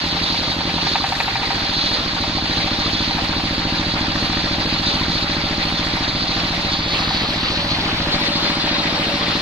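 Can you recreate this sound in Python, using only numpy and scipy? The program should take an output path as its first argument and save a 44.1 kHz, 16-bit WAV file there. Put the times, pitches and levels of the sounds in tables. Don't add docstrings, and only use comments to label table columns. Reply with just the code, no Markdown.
import sys
import numpy as np
from scipy import signal
from scipy.fft import dct
from scipy.io import wavfile
from scipy.ndimage import uniform_filter1d, map_coordinates

SR = 44100
rng = np.random.default_rng(int(sys.argv[2]) if len(sys.argv) > 2 else 0)


def to_wav(s):
    ch = np.atleast_2d(s).T
    pcm = np.round(np.clip(ch, -1, 1) * 32767)
    wavfile.write(sys.argv[1], SR, pcm.astype(np.int16))


def level_to_linear(level):
    exponent = np.asarray(level, float) / 20
    return 10 ** exponent


N = 414981

# t/s, speed/(cycles per s)
SPEED = [(-0.1, 11.458), (0.5, 11.381), (0.95, 11.517), (1.1, 12.24), (1.25, 13.018), (1.45, 13.359),
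         (1.7, 13.66), (2.1, 13.672), (2.7, 13.762), (3.4, 13.93), (4.1, 13.959), (4.9, 14.03),
         (5.7, 14.055), (6.5, 14.053), (7.4, 14.06), (8.3, 14.038), (9.6, 14.046)]
# t/s, exhaust level/dB, knock level/dB
EFFORT = [(0, -26, -50), (.45, -30, -50), (.8, -25.5, -50), (.97, -31.5, -50), (1.3, -37, -50),
          (1.55, -30.5, -40), (1.85, -31, -42), (2.12, -30.5, -33), (2.27, -27, -21), (3.1, -27, -23),
          (4.1, -25.5, -22), (5.5, -27, -22), (7.0, -30, -25), (7.7, -28.5, -40), (8.1, -25.5, -25),
          (9.41, -26.5, -35)]
VALVE_PULSES = [
    (-0.003, 1.002),
    (0.261, 0.776),
    (0.686, -0.231),
    (0.888, -0.083),
    (0.424, -0.106),
    (0.118, 0.132),
]
# f/Hz, height/1, t60/s
PIPE_MODES = [(27.8, 0.003, 0.16), (71.0, 0.0019, 0.16), (94.4, -0.0021, 0.16), (112.7, -0.0005, 0.16),
              (322.9, -0.0076, 0.03), (352.2, 0.0041, 0.088), (178.1, 0.0048, 0.04),
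              (176.0, -0.0025, 0.151), (230.1, -0.0067, 0.054), (409.0, 0.0007, 0.062),
              (469.9, 0.0005, 0.16), (583.3, -0.002, 0.056), (607.9, 0.0021, 0.073), (930.8, 0.0015, 0.023)]
# delay/s, relative pressure/1
REFLECTIONS = [(0.0084, -0.3225), (0.0075, 0.4533), (0.0218, -0.1101)]
# f/Hz, level/dB, t60/s
BLOCK_MODES = [(745, -0.5, 0.064), (791, -1, 0.083), (891, -2, 0.13), (917, 9.5, 0.05), (990, -12, 0.023),
               (1080, -16, 0.024), (1210, -9.5, 0.06), (1770, 1, 0.15), (1960, 0, 0.037),
               (2170, 3.5, 0.038), (2423, 11, 0.012), (2666, 5, 0.032)]
# t/s, peak level/dB, upper-mode level/dB
HARD_KNOCKS = [(0.168, -15, -16), (0.255, -32, -6), (0.343, -14.5, -11), (0.431, -19, -12),
               (0.517, -14.5, -15), (0.606, -13, -14), (0.693, -12.5, -8), (0.781, -11, -13),
               (0.868, -10.5, -7), (0.955, -4.5, -9.5), (1.04, -7, -11), (1.122, -7, -17),
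               (1.202, -8.5, -5.5), (1.279, -8.5, -10), (1.355, -10.5, -5), (1.431, -11, -10),
               (1.505, -10.5, -8), (1.579, -15, -25), (1.652, -17, -17), (1.725, -17, -21),
               (1.946, -20, -19), (2.165, -15, -11), (2.238, -13, -14), (2.383, -12.5, -18),
               (2.53, -21, -16), (2.675, -13.5, -11), (2.82, -16, -15), (3.109, -13, -17),
               (3.182, -14, -11), (3.326, -19, -15), (3.756, -17, -4), (4.041, -16, -12),
               (4.329, -15.5, -7), (5.54, -22, -6), (5.969, -13, -13), (7.107, -11.5, -20),
               (7.889, -19, -10), (8.673, -12.5, -16), (9.1, -18.5, -11), (9.171, -20, -10),
               (9.313, -22, -13)]
# delay/s, level/dB
PISTON_SLAPS = [
    (.0025, -3),
    (.0051, -3.5),
    (.0088, -7),
]
# share of cycle/1, level/dB
SEATINGS = [(.002, -30), (.07, -20.5), (.17, -29), (.28, -29), (.51, -27), (.55, -26.5), (.68, -28),
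            (.76, -33.5), (0.879, -30.5)]
# f/Hz, level/dB, t60/s
COVER_MODES = [(995, -0.5, 0.016), (1205, -3, 0.033), (1496, -8, 0.011), (1880, 3.5, 0.0083),
               (2330, -1.5, 0.004), (2690, -1, 0.0059)]
# f/Hz, width/Hz, level/dB
SHEET_MODES = [(3119, 28, -2.5), (3342, 24, 3), (3497, 34, 5.5), (3650, 85, 0), (3760, 40, -1),
               (3856, 55, 6), (3920, 40, 0.5), (4060, 60, 4.5), (4220, 70, 7.5), (4383, 40, 6.5),
               (4480, 66, 3), (4620, 67, 4), (4800, 55, 3), (6150, 500, -17)]
# middle t/s, length/s, rise/dB
SHEET_SWELLS = [(.05, 0.041, 3.5), (.3, 0.64, 4), (.52, 0.059, 2.5), (.9, 0.51, 4), (1.4, 1, 0.5),
                (1.84, 0.49, 6), (2.25, 0.36, 1.5), (2.55, 0.57, 2.5), (2.95, 0.61, 3.5), (3.38, 0.16, 0.5),
                (3.8, 0.083, 3.5), (4.45, 1, 2), (4.9, 0.26, 4.5), (5.13, 0.15, 3), (5.32, 0.33, 1),
                (5.48, 0.14, 1), (5.63, 0.16, 1.5), (5.78, 0.1, 5.5), (6.25, 1, 2), (6.74, 0.11, 5.5),
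                (6.96, .3, 4), (7.17, 0.22, 4.5), (7.49, 0.34, 2), (7.72, 0.13, 3), (8.14, 0.082, 7.5),
                (8.25, 0.11, 4), (8.36, 0.12, 5), (8.46, 0.17, 4.5), (8.68, 0.66, 3.5), (9.36, 0.54, 1.5)]
# f/Hz, density level/dB
CLATTER_COLOUR = [(40, -7.5), (150, 6.5), (330, -3), (470, -1), (700, 0.5), (900, 0.5), (2600, 1),
                  (4500, -4.5), (5300, -12), (6500, -15), (8400, -21.5), (10500, -19.5), (13000, -34),
                  (15500, -31)]
# f/Hz, likeness/1
LIKENESS = [(60, 1), (130, 0.99), (290, 1), (640, 0.79), (1410, 0.053), (3100, 0.022), (15000, 0.053)]
STROKES = [
    (0.139, 2.3),
    (.27, 0.28),
    (.47, 0.2),
    (0.642, 0.43),
    (.955, 3.4),
]
# middle t/s, length/s, rise/dB
BELT_WHIPS = [
    (.1, 0.42, 2),
    (1.15, 0.55, 6),
    (1.8, 0.25, 2),
    (4.75, 0.2, 2),
    (7.1, 0.29, -0.5),
    (8.3, 0.96, 2),
    (9.15, 0.31, 0.5),
]
# t/s, share of turn/1
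MIC_TURN = [
    (0, 0.038),
    (6.65, 0.055),
    (6.95, 0.23),
    (7.6, 0.4),
    (8.3, 0.7),
    (9.1, 0.78),
    (9.41, 0.87),
]
# f/Hz, threshold against local level/dB
PATCH_THRESHOLD = [(300, -34), (1000, -21), (1600, -18), (3900, -24), (4600, -22), (5100, -4), (6300, -4),
                   (7600, -.5), (9000, 1.5), (10300, 0), (12000, 2.5), (15000, 3)]

CYCLES_AT_START, KNOCK_SHARE = -.4437, .446
THUMP_DB, THUMP_FOLLOWS, IDLE_THUMP_DB = -35.5, 0.4, -3.5
PUFF_DB, PUFF_HZ = -5, 59
HUM_DB, HUM_TURN_DB, IDLE_HUM_DB = -45.5, 8.5, -6
RATTLE_DB, RATTLE_WANDER_DB, SHEET_DULLS_DB_PER_OCTAVE = -28.5, 0.23, 9
CLATTER_DB, CLATTER_TURN_DB, TOP_TURN_DB = -29, 3.5, -1.5
SHEET_LAG_S, ENGINE_LAG_S = 0.0003, .00007
SHEET_PAN_DB, PAN_SWING_DB = -2.5, 6.5
SHEET_ECHO_S, SHEET_ECHO_DB = .0031, -10
WIND_FILTER_S = 8.19


def rms_one(x):
    return x / np.sqrt(np.mean(x ** 2) + 1e-20)


def in_time(rows):
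    s, *columns = np.transpose(rows)
    return [np.interp(np.arange(N) / SR, s, c) for c in columns]


def at_hz(points, hz):
    f, value = np.array(points)[:, :2].T
    return np.interp(np.log(hz), np.log(f), value)


def swells(rows):
    t = np.arange(0, N + 32, 32) / SR
    bumps = 0
    for middle_s, length_s, rise in rows:
        phase = np.pi * np.clip((t - middle_s) / max(length_s, .02), -.5, .5)
        bumps = bumps + rise * np.cos(phase) ** 2
    return np.interp(np.arange(N) / SR, t, bumps)


def drift(rate_hz):
    r = np.exp(-80 * np.pi * rate_hz / SR)
    noise = rng.standard_normal(N // 40 + 2002)
    slow = signal.lfilter([1], [1, -2 * r, r * r], noise)[2000:]
    return np.interp(np.arange(N) / 40, np.arange(len(slow)), rms_one(slow))


def ring(clicks, hz, t60_s):
    r, w = level_to_linear(-60 / (t60_s * SR)), 2 * np.pi * hz / SR
    return signal.lfilter([0, np.sin(w)], [1, -2 * r * np.cos(w), r * r], clicks + 1e-18)


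def resonate(x, hz, width_hz):
    r, w = np.exp(-np.pi * width_hz / SR), 2 * np.pi * hz / SR
    return signal.lfilter(np.array([1, 0, -1]) * (1 - r * r) / 2, [1, -2 * r * np.cos(w), r * r], x)


def resonate_twice(x, hz, width_hz):
    return resonate(resonate(x, hz, width_hz), hz, width_hz)


def butter(x, order, hz, kind="low"):
    return signal.sosfilt(signal.butter(order, hz, kind, fs=SR, output="sos"), x)


def delayed(x, lag_s):
    return np.pad(x, (round(lag_s * SR), 0))[:N]


def each_cycle(share, spread_db):
    cycles = CYCLES_AT_START + np.cumsum(in_time(SPEED)[0]) / SR - share
    at = np.flatnonzero(np.diff(np.floor(cycles)))
    clicks = np.zeros(N)
    clicks[at] = level_to_linear(rng.normal(0, 1, len(at)) * spread_db)
    return clicks


def mic_pair(x, lag_s, pan_db):
    left = map_coordinates(x, [np.arange(N) - lag_s * SR], order=3, mode="nearest")
    return np.array([left * level_to_linear(pan_db / 2), x * level_to_linear(-pan_db / 2)])


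def exhaust(thump_db, bark_db, idle):
    pulses = sum(pressure * each_cycle(share, spread_db=0.4) for share, pressure in VALVE_PULSES)
    pipe = sum(height * ring(pulses, hz, t60_s) for hz, height, t60_s in PIPE_MODES)
    pipe = pipe + sum(pressure * delayed(pipe, lag_s) for lag_s, pressure in REFLECTIONS)
    lows = butter(pipe, 1, 120)
    puff = level_to_linear(PUFF_DB) * (1 - idle) * butter(pipe, 1, PUFF_HZ)
    return level_to_linear(thump_db + 63.0) * (lows + puff) + level_to_linear(bark_db + 55.0) * (pipe - lows)


def knock(knock_db):
    s, peak_db, upper_db = np.transpose(HARD_KNOCKS)
    at = (s * SR).astype(int)
    listed = np.zeros(N)
    listed[at] = 1
    unlisted = uniform_filter1d(listed, size=1501) < 1e-6
    usual = each_cycle(KNOCK_SHARE, spread_db=2.5) * level_to_linear(knock_db) * unlisted
    chance = rng.standard_normal((len(at), len(BLOCK_MODES)))
    blow = 0
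    for k, (hz, db, t60_s) in enumerate(BLOCK_MODES):
        upper = hz > 1500
        clicks = usual.copy()
        clicks[at] = level_to_linear(peak_db + upper * (upper_db + 5.0) + 1.6 * chance[:, k])
        sign = (-1) ** (k * upper)
        blow = blow + sign * level_to_linear(db - 16.5) * ring(clicks, hz, t60_s)
    blow = blow + sum(level_to_linear(db) * delayed(blow, lag_s) for lag_s, db in PISTON_SLAPS)
    blow = butter(blow, 4, 680, "high")
    between_blows = resonate_twice(rng.standard_normal(N), hz=775, width_hz=530)
    return blow + level_to_linear(-40.5) * rms_one(between_blows)


def gear_hum(hum_db):
    tone = np.sqrt(2) * np.sin(2 * np.pi * np.cumsum(576 + 1.8 * drift(3)) / SR)
    block = rms_one(resonate_twice(rng.standard_normal(N), hz=800.0, width_hz=29.0))
    return level_to_linear(hum_db - 1.0 + 2.4 * drift(16)) * tone + level_to_linear(-42.5) * block


def seatings(turn):
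    ticks = sum(level_to_linear(db) * each_cycle(share, spread_db=2.5) for share, db in SEATINGS)
    rings = 0
    for hz, db, t60_s in COVER_MODES:
        rings = rings + level_to_linear(db) * ring(ticks * rng.uniform(-0.82, 1, N), hz, t60_s)
    return level_to_linear(-0.5 + 1.5 * turn) * rings


def rattle(taps_per_s, turn):
    sizes = level_to_linear(1.2 * np.minimum(rng.exponential(1, N), 5))
    taps = sizes * (rng.random(N) < taps_per_s * level_to_linear(3.0 * drift(60)) / SR)
    signs = rng.choice([-1., 1.], (2, N))
    rings = level_to_linear(-2.0) * resonate(taps * signs[0], hz=4760, width_hz=4100.0)
    rings = butter(rings, 6, 4800)
    for k, (hz, width_hz, db) in enumerate(SHEET_MODES):
        dull_db = SHEET_DULLS_DB_PER_OCTAVE * turn * np.log2(3800 / hz)
        mode = resonate_twice(taps * signs[k % 2], hz, 1.5 * width_hz)
        rings = rings + level_to_linear(db + 3 + dull_db) * mode
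    level_db = RATTLE_DB + swells(SHEET_SWELLS) + RATTLE_WANDER_DB * drift(8.3) + 2.5
    return level_to_linear(level_db) * rms_one(rings)


def clatter(turn, idle, patchy_db, beat_db):
    level_db = CLATTER_DB + CLATTER_TURN_DB * turn - 0.5 * idle
    top_db = TOP_TURN_DB * turn + 0.51 * idle - 7.5 + swells(BELT_WHIPS)
    strokes = sum(strength * each_cycle(share, spread_db=1.0) for share, strength in STROKES)
    fall = np.exp(-1 / (0.0027 * SR))
    beat = beat_db * rms_one(signal.lfilter([1], [1, -fall], strokes))
    lean_db = np.array([[-1.3], [1.3]])
    together = drift(6)
    edges_hz = 22 * 2 ** np.arange(0, 9.9, .4)
    white = rng.standard_normal((2, 2, N))
    out = 0
    for k, (low, high) in enumerate(zip(edges_hz, edges_hz[1:])):
        mid, side = butter(white[k % 2], 3, [low, high], "band")
        hz = np.sqrt(low * high)
        alike = np.clip(at_hz(LIKENESS, hz), -1, 1)
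        flicker_db = patchy_db * (drift(25.3) + 0.28 * together)
        stroke_db = beat * (1.4 + 0.97 * (900 < hz < 3500))
        bright_db = (hz > 5000) * (top_db + 0.38 * drift(6.9) + lean_db)
        gain = level_to_linear(at_hz(CLATTER_COLOUR, hz) + flicker_db + stroke_db + bright_db)
        out = out + gain * (np.sqrt(1 + alike) * mid + np.sqrt(1 - alike) * side * [[1], [-1]])
    return level_to_linear(level_db + 4) * rms_one(out)


def scene():
    bark_db, knock_db = in_time(EFFORT)
    speed = in_time(SPEED)[0]
    turn = np.clip(in_time(MIC_TURN)[0], 0, 1)
    idle = (speed.max() - speed) / np.ptp(speed)
    thump_db = THUMP_DB + THUMP_FOLLOWS * (bark_db - bark_db.mean()) + IDLE_THUMP_DB * idle
    hum_db = HUM_DB + HUM_TURN_DB * turn + IDLE_HUM_DB * idle
    pipe = mic_pair(exhaust(thump_db, bark_db, idle), ENGINE_LAG_S, pan_db=0)
    block = mic_pair(knock(knock_db) + gear_hum(hum_db) + seatings(turn), ENGINE_LAG_S, pan_db=1.0)
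    sheet_pan_db = SHEET_PAN_DB + PAN_SWING_DB * turn
    sheet = mic_pair(rattle(taps_per_s=4000, turn=turn), SHEET_LAG_S * (1 - turn), sheet_pan_db)
    echo = np.roll(sheet, round(SHEET_ECHO_S * SR), axis=1) * [[1], [-1]]
    sheet = sheet + level_to_linear(SHEET_ECHO_DB) * echo
    return pipe + block + sheet + clatter(turn, idle, patchy_db=2.5, beat_db=-0.52)


def patchy_bands(x, start=253, band_hz=350, wander_db=4, top_hz=15250):
    pads = (1024 - start, 2048 + (start - N) % 1024)
    pair = np.pad([x[0] + x[1], x[0] - x[1]], ((0, 0), pads))
    window = np.kaiser(1025, 4 * np.pi)
    slope = np.sqrt(np.cumsum(window)[:-1] / window.sum())
    halves = pair.reshape(2, -1, 1024)
    a, b = np.split(halves[:, :-1] * slope, 2, axis=2)
    c, d = np.split(halves[:, 1:] * slope[::-1], 2, axis=2)
    folded = np.concatenate([-c[..., ::-1] - d, a - b[..., ::-1]], axis=2)
    lines = dct(folded, type=4, norm="ortho")
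    hz = (np.arange(1024) + .5) * SR / 2048
    local = np.sqrt(uniform_filter1d(np.mean(lines ** 2, axis=0), size=31, axis=1) + 1e-20)
    jumps = rng.standard_normal((lines.shape[1], 200))[:, (hz / band_hz).astype(int)]
    limit_db = at_hz(PATCH_THRESHOLD, hz) + wander_db * jumps + 15 * (hz > top_hz)
    step = level_to_linear(limit_db) * local / .6
    kept = np.sign(lines) * np.floor(np.abs(lines) / step + .4) * step
    u, v = np.split(dct(kept, type=4, norm="ortho"), 2, axis=2)
    rising = np.concatenate([v, -v[..., ::-1]], axis=2) * slope
    falling = np.concatenate([-u[..., ::-1], -u], axis=2) * slope[::-1]
    body = (rising[:, 1:] + falling[:, :-1]).reshape(2, -1)
    lead = pair[:, 1024 - start:1024]
    mid, side = np.concatenate([lead, body], axis=1)[:, :N]
    return np.array([mid + side, mid - side]) / 2


def low_pass(x):
    return signal.sosfilt(signal.butter(12, 15630, fs=SR, output="sos"), x)


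def record(dry):
    x = butter(dry, 3, 19, "high")
    thinned = butter(x, 2, 105, "high")
    share = 0.4 * np.clip((np.arange(N) / SR - WIND_FILTER_S) / 0.024, 0, 1)
    mix = patchy_bands(x + share * (thinned - x))
    return low_pass(mix)


dry = scene()
out = record(dry)
to_wav(out)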